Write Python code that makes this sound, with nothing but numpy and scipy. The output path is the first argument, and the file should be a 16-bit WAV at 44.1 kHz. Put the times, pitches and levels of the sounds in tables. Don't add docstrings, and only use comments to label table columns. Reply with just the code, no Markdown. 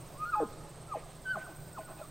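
import sys
import numpy as np
from scipy import signal
from scipy.fft import rfft, irfft
from scipy.io import wavfile
from scipy.ndimage import uniform_filter1d

SR = 44100
rng = np.random.default_rng(int(sys.argv[2]) if len(sys.argv) > 2 else 0)


def store_pcm(level_fs):
    pcm = np.round(np.clip(level_fs, -1, 1) * 32767).astype(np.int16)
    wavfile.write(sys.argv[1], SR, np.atleast_2d(pcm).T)


def decibels_to_gain(level_db):
    exponent = np.asarray(level_db, float) / 20
    return 10 ** exponent


N = 92610

# frequency in Hz, left minus right in dB.
TILT = [(60, -2.5), (150, -0.5), (380, -4), (950, 0.5), (2380, -4.0), (5980, -4), (15000, -1.5)]


def evened(x):
    return x / np.sqrt(np.mean(x ** 2) + 1e-20)


def read(points, hz):
    f, value = np.transpose(points)
    return np.interp(np.log(hz + 1), np.log(f + 1), value)


def curve(points):
    s, value = np.transpose(points)
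    return np.interp(np.arange(N) / SR, s, value)


def add(mix, s, sound):
    part = mix[round(s * SR):][:len(sound)]
    part += sound[:len(part)]


def wander(size):
    return evened(uniform_filter1d(rng.standard_normal(N), size=size))


def resonate(x, hz, width):
    turn = np.exp(2j * np.pi * hz * np.arange(len(x)) / SR)
    r = np.exp(-np.pi * width / SR)
    return 2 * (turn * signal.lfilter([1 - r], [1, -r], x / turn)).real


def steep(x, hz, width):
    return evened(resonate(resonate(x, hz, width), hz, width))


def band(hz, width):
    return steep(rng.standard_normal(N), hz, width)


def whistle(rows):
    # multiple of the pitch, level in dB before effort and mouth colour.
    overtones = [(2, -26), (3, -28.5)]
    # frequency in Hz, gain in dB.
    mouth = [(1200, -17), (1650, -23), (2000, -23), (2350, -1), (2520, -1), (2700, -4), (2850, -6),
             (3050, 5), (3700, -10), (4300, 4), (4450, -14.5), (4600, 0.5)]
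    wobble_share = 0.0026
    brighten, loud_db = 0.13, -37.5
    s, hz, db = np.transpose(rows)
    t = np.arange(s[0], s[-1], 1 / SR)
    pitch = uniform_filter1d(np.interp(t, s, hz), size=88)
    wobble = wander(200)[:len(t)]
    turn = 2 * np.pi * np.cumsum(pitch * (1 + wobble_share * wobble)) / SR
    level_db = np.interp(t, s, db)
    effort_db = brighten * (level_db - loud_db)
    tone = np.sin(turn)
    for k, overtone_db in overtones:
        tone = tone + decibels_to_gain(overtone_db + effort_db + read(mouth, k * pitch)) * np.sin(k * turn)
    return np.sqrt(2) * decibels_to_gain(level_db) * tone


def whistles():
    # time in seconds, pitch in Hz, level in dB before the throat.
    calls = [
        [(.15, 1052, -66), (.168, 1077, -53.5), (.18, 1189, -57), (.206, 1229, -40.5), (.236, 1255, -35.5),
         (.25, 1251, -42), (.256, 1387, -38.5), (.285, 1429, -40), (.302, 1443, -35.5), (.311, 1428, -70),
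         (.322, 1385, -37), (.342, 1219, -25), (.349, 1218, -29.5), (.354, 871, -40.5), (.38, 846.6, -33.5),
         (.4, 824.4, -36.5), (.405, 507, -29.5), (.42, 460, -32), (.436, 415, -29.5), (.444, 300, -50.5),
         (.455, 220, -40.5), (.475, 180, -62)],
        [(.248, 1252, -48), (.26, 1246, -46), (.29, 1280, -68), (.31, 1240, -73)],
        [(.348, 1240, -58), (.358, 1308, -29), (.368, 1278, -48), (.4, 1253, -45.5), (.44, 1294, -65),
         (.47, 1350, -79)],
        [(.325, 1640, -60), (.34, 1650, -50), (.37, 1655, -60), (.41, 1690, -57), (.45, 1710, -69)],
        [(.874, 1392, -75), (.883, 1372, -54), (.912, 1268, -47), (.928, 1196, -32.5), (.936, 1133, -39),
         (.941, 925, -40), (.946, 799, -42.5), (.952, 786, -38), (.955, 660, -41), (.959, 603, -32.5),
         (.965, 545, -64), (.971, 524, -36.5), (.977, 495, -41.5), (.981, 474, -46), (.99, 460, -56)],
        [(1.243, 1543, -73), (1.258, 1556, -39.5), (1.272, 1506, -36), (1.318, 1535, -28), (1.33, 1489, -36),
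         (1.342, 1442, -33.5), (1.353, 1354, -44), (1.359, 1184, -31.5), (1.365, 995, -49.5), (1.37, 767, -43),
         (1.377, 645, -33.5), (1.382, 604, -74), (1.386, 577, -46), (1.392, 560, -60)],
        [(1.71, 1463, -97), (1.75, 1457, -54), (1.762, 1440, -53), (1.776, 1185, -43), (1.788, 821, -46),
         (1.798, 638, -39.5), (1.812, 640, -58), (1.825, 610, -64)],
        [(1.8, 1480, -66), (1.812, 1480, -50), (1.822, 1475, -68), (1.835, 1475, -53.5), (1.87, 1460, -63),
         (1.9, 1455, -66), (1.97, 1480, -67)],
        [(1.995, 660, -64), (2.008, 600, -60), (2.016, 585, -38.5), (2.028, 570, -74)],
        [(2.012, 1410, -62), (2.025, 1360, -46.5), (2.035, 1294, -59), (2.043, 1140, -50.5), (2.058, 1170, -57)],
    ]
    tone = np.zeros(N)
    for rows in calls:
        add(tone, rows[0][0], whistle(rows))
    return tone


def grunt(length, hz, db, rough):
    sag, rise = 0.2, 0.45
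    slope = 0.5
    u = np.arange(0, length, 1 / SR) / length
    noise = rng.standard_normal((2, SR // 5))
    jitter = evened(uniform_filter1d(noise[0], size=200))[:len(u)]
    pitch = hz * (1 - sag * (u - 0.5)) * (1 + 0.092 * rough * jitter)
    turns = np.cumsum(pitch) / SR
    folds = evened(sum(np.cos(2 * np.pi * k * turns) / k ** slope for k in range(1, 12)))
    bursts = np.exp(-(turns % 1) / 0.33) * noise[1, :len(u)]
    hiss = evened(resonate(bursts, 610, 1000))
    shape = np.minimum(u / rise, 1) * np.cos(np.pi * u / 2)
    return 2 * decibels_to_gain(db) * shape * ((1 - rough) * folds + rough * hiss)


def grunts():
    # start in seconds, length in seconds, pitch in Hz,
    # relative level in dB before the throat, roughness from 0 to 1.
    pulses = [ (0.39, 0.067, 153.2, -34.5, 0.17), (0.939, 0.056, 198.1, -47, 0.53),
              (1.341, 0.059, 195.7, -41.5, 0.2), (1.479, 0.0506, 164, -47.5, 0.5),
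              (1.77, 0.035, 205.5, -44, 0.6), (1.874, 0.078, 186.9, -44.5, 0.31),
              (1.958, 0.069, 180.7, -47.5, 0.73)]
    low = np.zeros(N)
    for start, *settings in pulses:
        add(low, start, grunt(*settings))
    return low


def puffs():
    # start in seconds, length in seconds, rms level in dB.
    breaths = [(0.946, 0.085, -60), (1.36, 0.093, -61.5), (1.793, .05, -66.5)]
    flow = np.zeros(N)
    for start, length, db in breaths:
        u = np.arange(0, length, 1 / SR) / length
        add(flow, start, decibels_to_gain(db) * np.sqrt(2) * np.sin(np.pi * u))
    return flow * band(2000, 1170)


def tube(x):
    # frequency in Hz, width in Hz, relative gain in dB.
    modes = [(302.5, 48.4, 5.5), (460, 26.5, -4.5), (640, 31.3, 7.5), (815, 51, 6.5), (1038.4, 15, 10),
             (1240, 15.7, 2.5), (1437, 17, -5), (1660, 23, -31), (2520, 40, 4)]
    return sum(decibels_to_gain(db) * resonate(x, hz, width) for hz, width, db in modes)


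def elk():
    through_db, ringing_db = -3.5, -3.5
    tone = whistles()
    return decibels_to_gain(through_db) * tone + decibels_to_gain(ringing_db) * tube(tone) + tube(grunts()) + puffs()


def slopes(t, scatter):
    # delay in seconds, level in dB ahead of the scattered share, smear in seconds.
    reflections = [(.11, -17.5, 0.003), (0.13, -26, .006), (.24, -31, .03), (0.352, -31, .02)]
    smear_db = -5
    near_s = 0.115
    response = np.zeros(N)
    for s, db, smear in reflections:
        plain = (s < near_s) * evened(abs(t - s) < 1 / SR)
        clump = evened(scatter * np.exp(-((t - s) / smear) ** 2))
        response += decibels_to_gain(db) * (plain + decibels_to_gain(smear_db) * clump)
    return response / np.sqrt(N)


def woodland(x):
    # time in seconds, gain in dB.
    away = [(0, -12), (.9, -8), (1.2, -2.5), (1.7, 4.5), (2.1, 8)]
    # frequency in Hz, gain in dB.
    wood_colour = [(200, -2), (650, -3), (1000, -3.5), (1300, -2), (1520, -0.5), (3000, -8)]
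    tail_db, t60_s, rise_s = -15.5, 1.31, 0.018
    t = np.arange(N) / SR
    taps = rng.standard_normal((2, N)) * (rng.random(N) < 0.1)
    tail = taps[0] * decibels_to_gain(-60 * t / t60_s) * np.minimum(t / rise_s, 1) ** 2
    tail = decibels_to_gain(tail_db) * tail / np.linalg.norm(tail)
    wet = signal.fftconvolve(x, tail)
    wet += signal.fftconvolve(x * decibels_to_gain(curve(away)), slopes(t, taps[1]))
    return irfft(rfft(wet[:N]) * decibels_to_gain(read(wood_colour, np.fft.rfftfreq(N, 1 / SR))), N)


def trill():
    # frequency in Hz, width in Hz of each of two passes, rms level in dB.
    wing_bands = [(8460, 250, -63.5), (8120, 300, -70.5)]
    bursts_per_s, teeth_per_s = 17.42, 150
    lean, sharp = 0.68, 1.6
    tooth_jitter, noise_share = 0.05, 0.82
    t = np.arange(N) / SR
    phase = bursts_per_s * (t + 0.983) % 1
    burst = np.sin(np.pi * phase ** lean) ** (2 * sharp)
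    jitter = wander(300)
    teeth_passed = np.cumsum(teeth_per_s * np.abs(1 + tooth_jitter * jitter)) / SR
    clicks = np.diff(np.floor(teeth_passed), prepend=0)
    clicks = evened(clicks * decibels_to_gain(0.72 * jitter))
    drive = burst * (clicks + noise_share * rng.standard_normal(N))
    return sum(decibels_to_gain(db) * steep(drive, hz, width) for hz, width, db in wing_bands)


def buzz():
    # time in seconds, level in dB.
    buzz_level = [(0.0, -66), (0.02, -68), (0.36, -67), (0.44, -71), (0.51, -67), (0.54, -76), (0.67, -82),
                  (0.69, -70), (0.74, -80), (1.58, -65), (2.09, -65.5), (2.1, -76)]
    # frequency in Hz, width in Hz of each of two passes, relative level in dB.
    buzz_bands = [(13630, 1000, -5), (14300, 390, -5), (15600, 1300, -4.5)]
    flutter = decibels_to_gain(0.5 * wander(300))
    noise = sum(decibels_to_gain(db) * band(hz, width) for hz, width, db in buzz_bands)
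    return decibels_to_gain(curve(buzz_level)) * evened(flutter * noise)


def chorus():
    # time in seconds, level in dB.
    chorus_level = [(0, -73), (1, -68), (2.1, -62)]
    middle = decibels_to_gain(curve(chorus_level)) * band(8500, 300)
    side = decibels_to_gain(-77.5) * band(8300, 600)
    return middle + np.array([side, -side])


def hum():
    # frequency in Hz, rms wavering in Hz, level in dB before the stereo balance.
    hum_tones = [(85, 2.6, -66), (127.2, 3.65, -60), (155, 2.86, -59)]
    total = np.zeros(N)
    for hz, waver, db in hum_tones:
        turns = np.cumsum(hz + waver * wander(3000)) / SR
        total += decibels_to_gain(db) * np.sqrt(2) * np.sin(2 * np.pi * turns)
    return total


def placed(x):
    tilt = decibels_to_gain(read(TILT, np.fft.rfftfreq(N, 1 / SR)) / 2)
    return irfft(rfft(x) * np.array([tilt, 1 / tilt]), N)


def air():
    # frequency in Hz, relative level in dB per Hz.
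    air_colour = [(12, -24), (20, 3.5), (74, -11.5), (110, -4.5), (141, 0.5), (228, -14), (376, -8),
                  (471, -13.5), (588, -8), (823, -14.5), (1180, -16.5), (1500, -22), (2130, -25),
                  (4530, -26.5), (5820, -29), (7280, -28.5), (8370, -26.5), (9630, -32.5), (14200, -36.5),
                  (15900, -53)]
    # frequency in Hz, left-right likeness up to 1.
    likeness = [(25, 0.91), (60, 1), (180, 0.98), (550, 0.94), (1650, 0.99), (4000, 1), (8000, 1),
                (15000, 0.92)]
    air_db, patch_db, swell_db = -50.5, 1.12, 0.66
    frames, hz = N // 512 + 5, np.fft.rfftfreq(2048, 1 / SR)
    a, b, c, d, patches = rng.standard_normal((frames, 1025, 5)).T
    patches = uniform_filter1d(patches, size=20, axis=0)
    patches = evened(uniform_filter1d(patches, size=6, axis=1))
    swell = evened(uniform_filter1d(rng.standard_normal(frames), size=20))
    same = np.clip(read(likeness, hz), -1, 1)[:, None]
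    left = a + 1j * b
    right = same * left + np.sqrt(1 - same ** 2) * (c + 1j * d)
    tilt = read(TILT, hz)[:, None] / 2
    level_db = read(air_colour, hz)[:, None] + patch_db * patches + swell_db * swell
    spectra = np.array([left, right]) * decibels_to_gain(level_db + np.array([tilt, -tilt]))
    noise = signal.istft(spectra, nperseg=2048, noverlap=1536)[1][:, :N]
    return decibels_to_gain(air_db) * evened(noise)


def scene():
    voice = elk()
    insects = trill() + buzz() + chorus()
    return voice + placed(woodland(voice) + hum()) + insects + air()


def low_pass(x):
    return signal.sosfilt(signal.butter(12, 16070, fs=SR, output="sos"), x)


def record(dry):
    lowpass = signal.firwin(511, 16050, window=("kaiser", 9), fs=SR)
    mix = signal.oaconvolve(dry, lowpass[None], "same")
    return low_pass(mix)


dry = scene()
out = record(dry)
store_pcm(out)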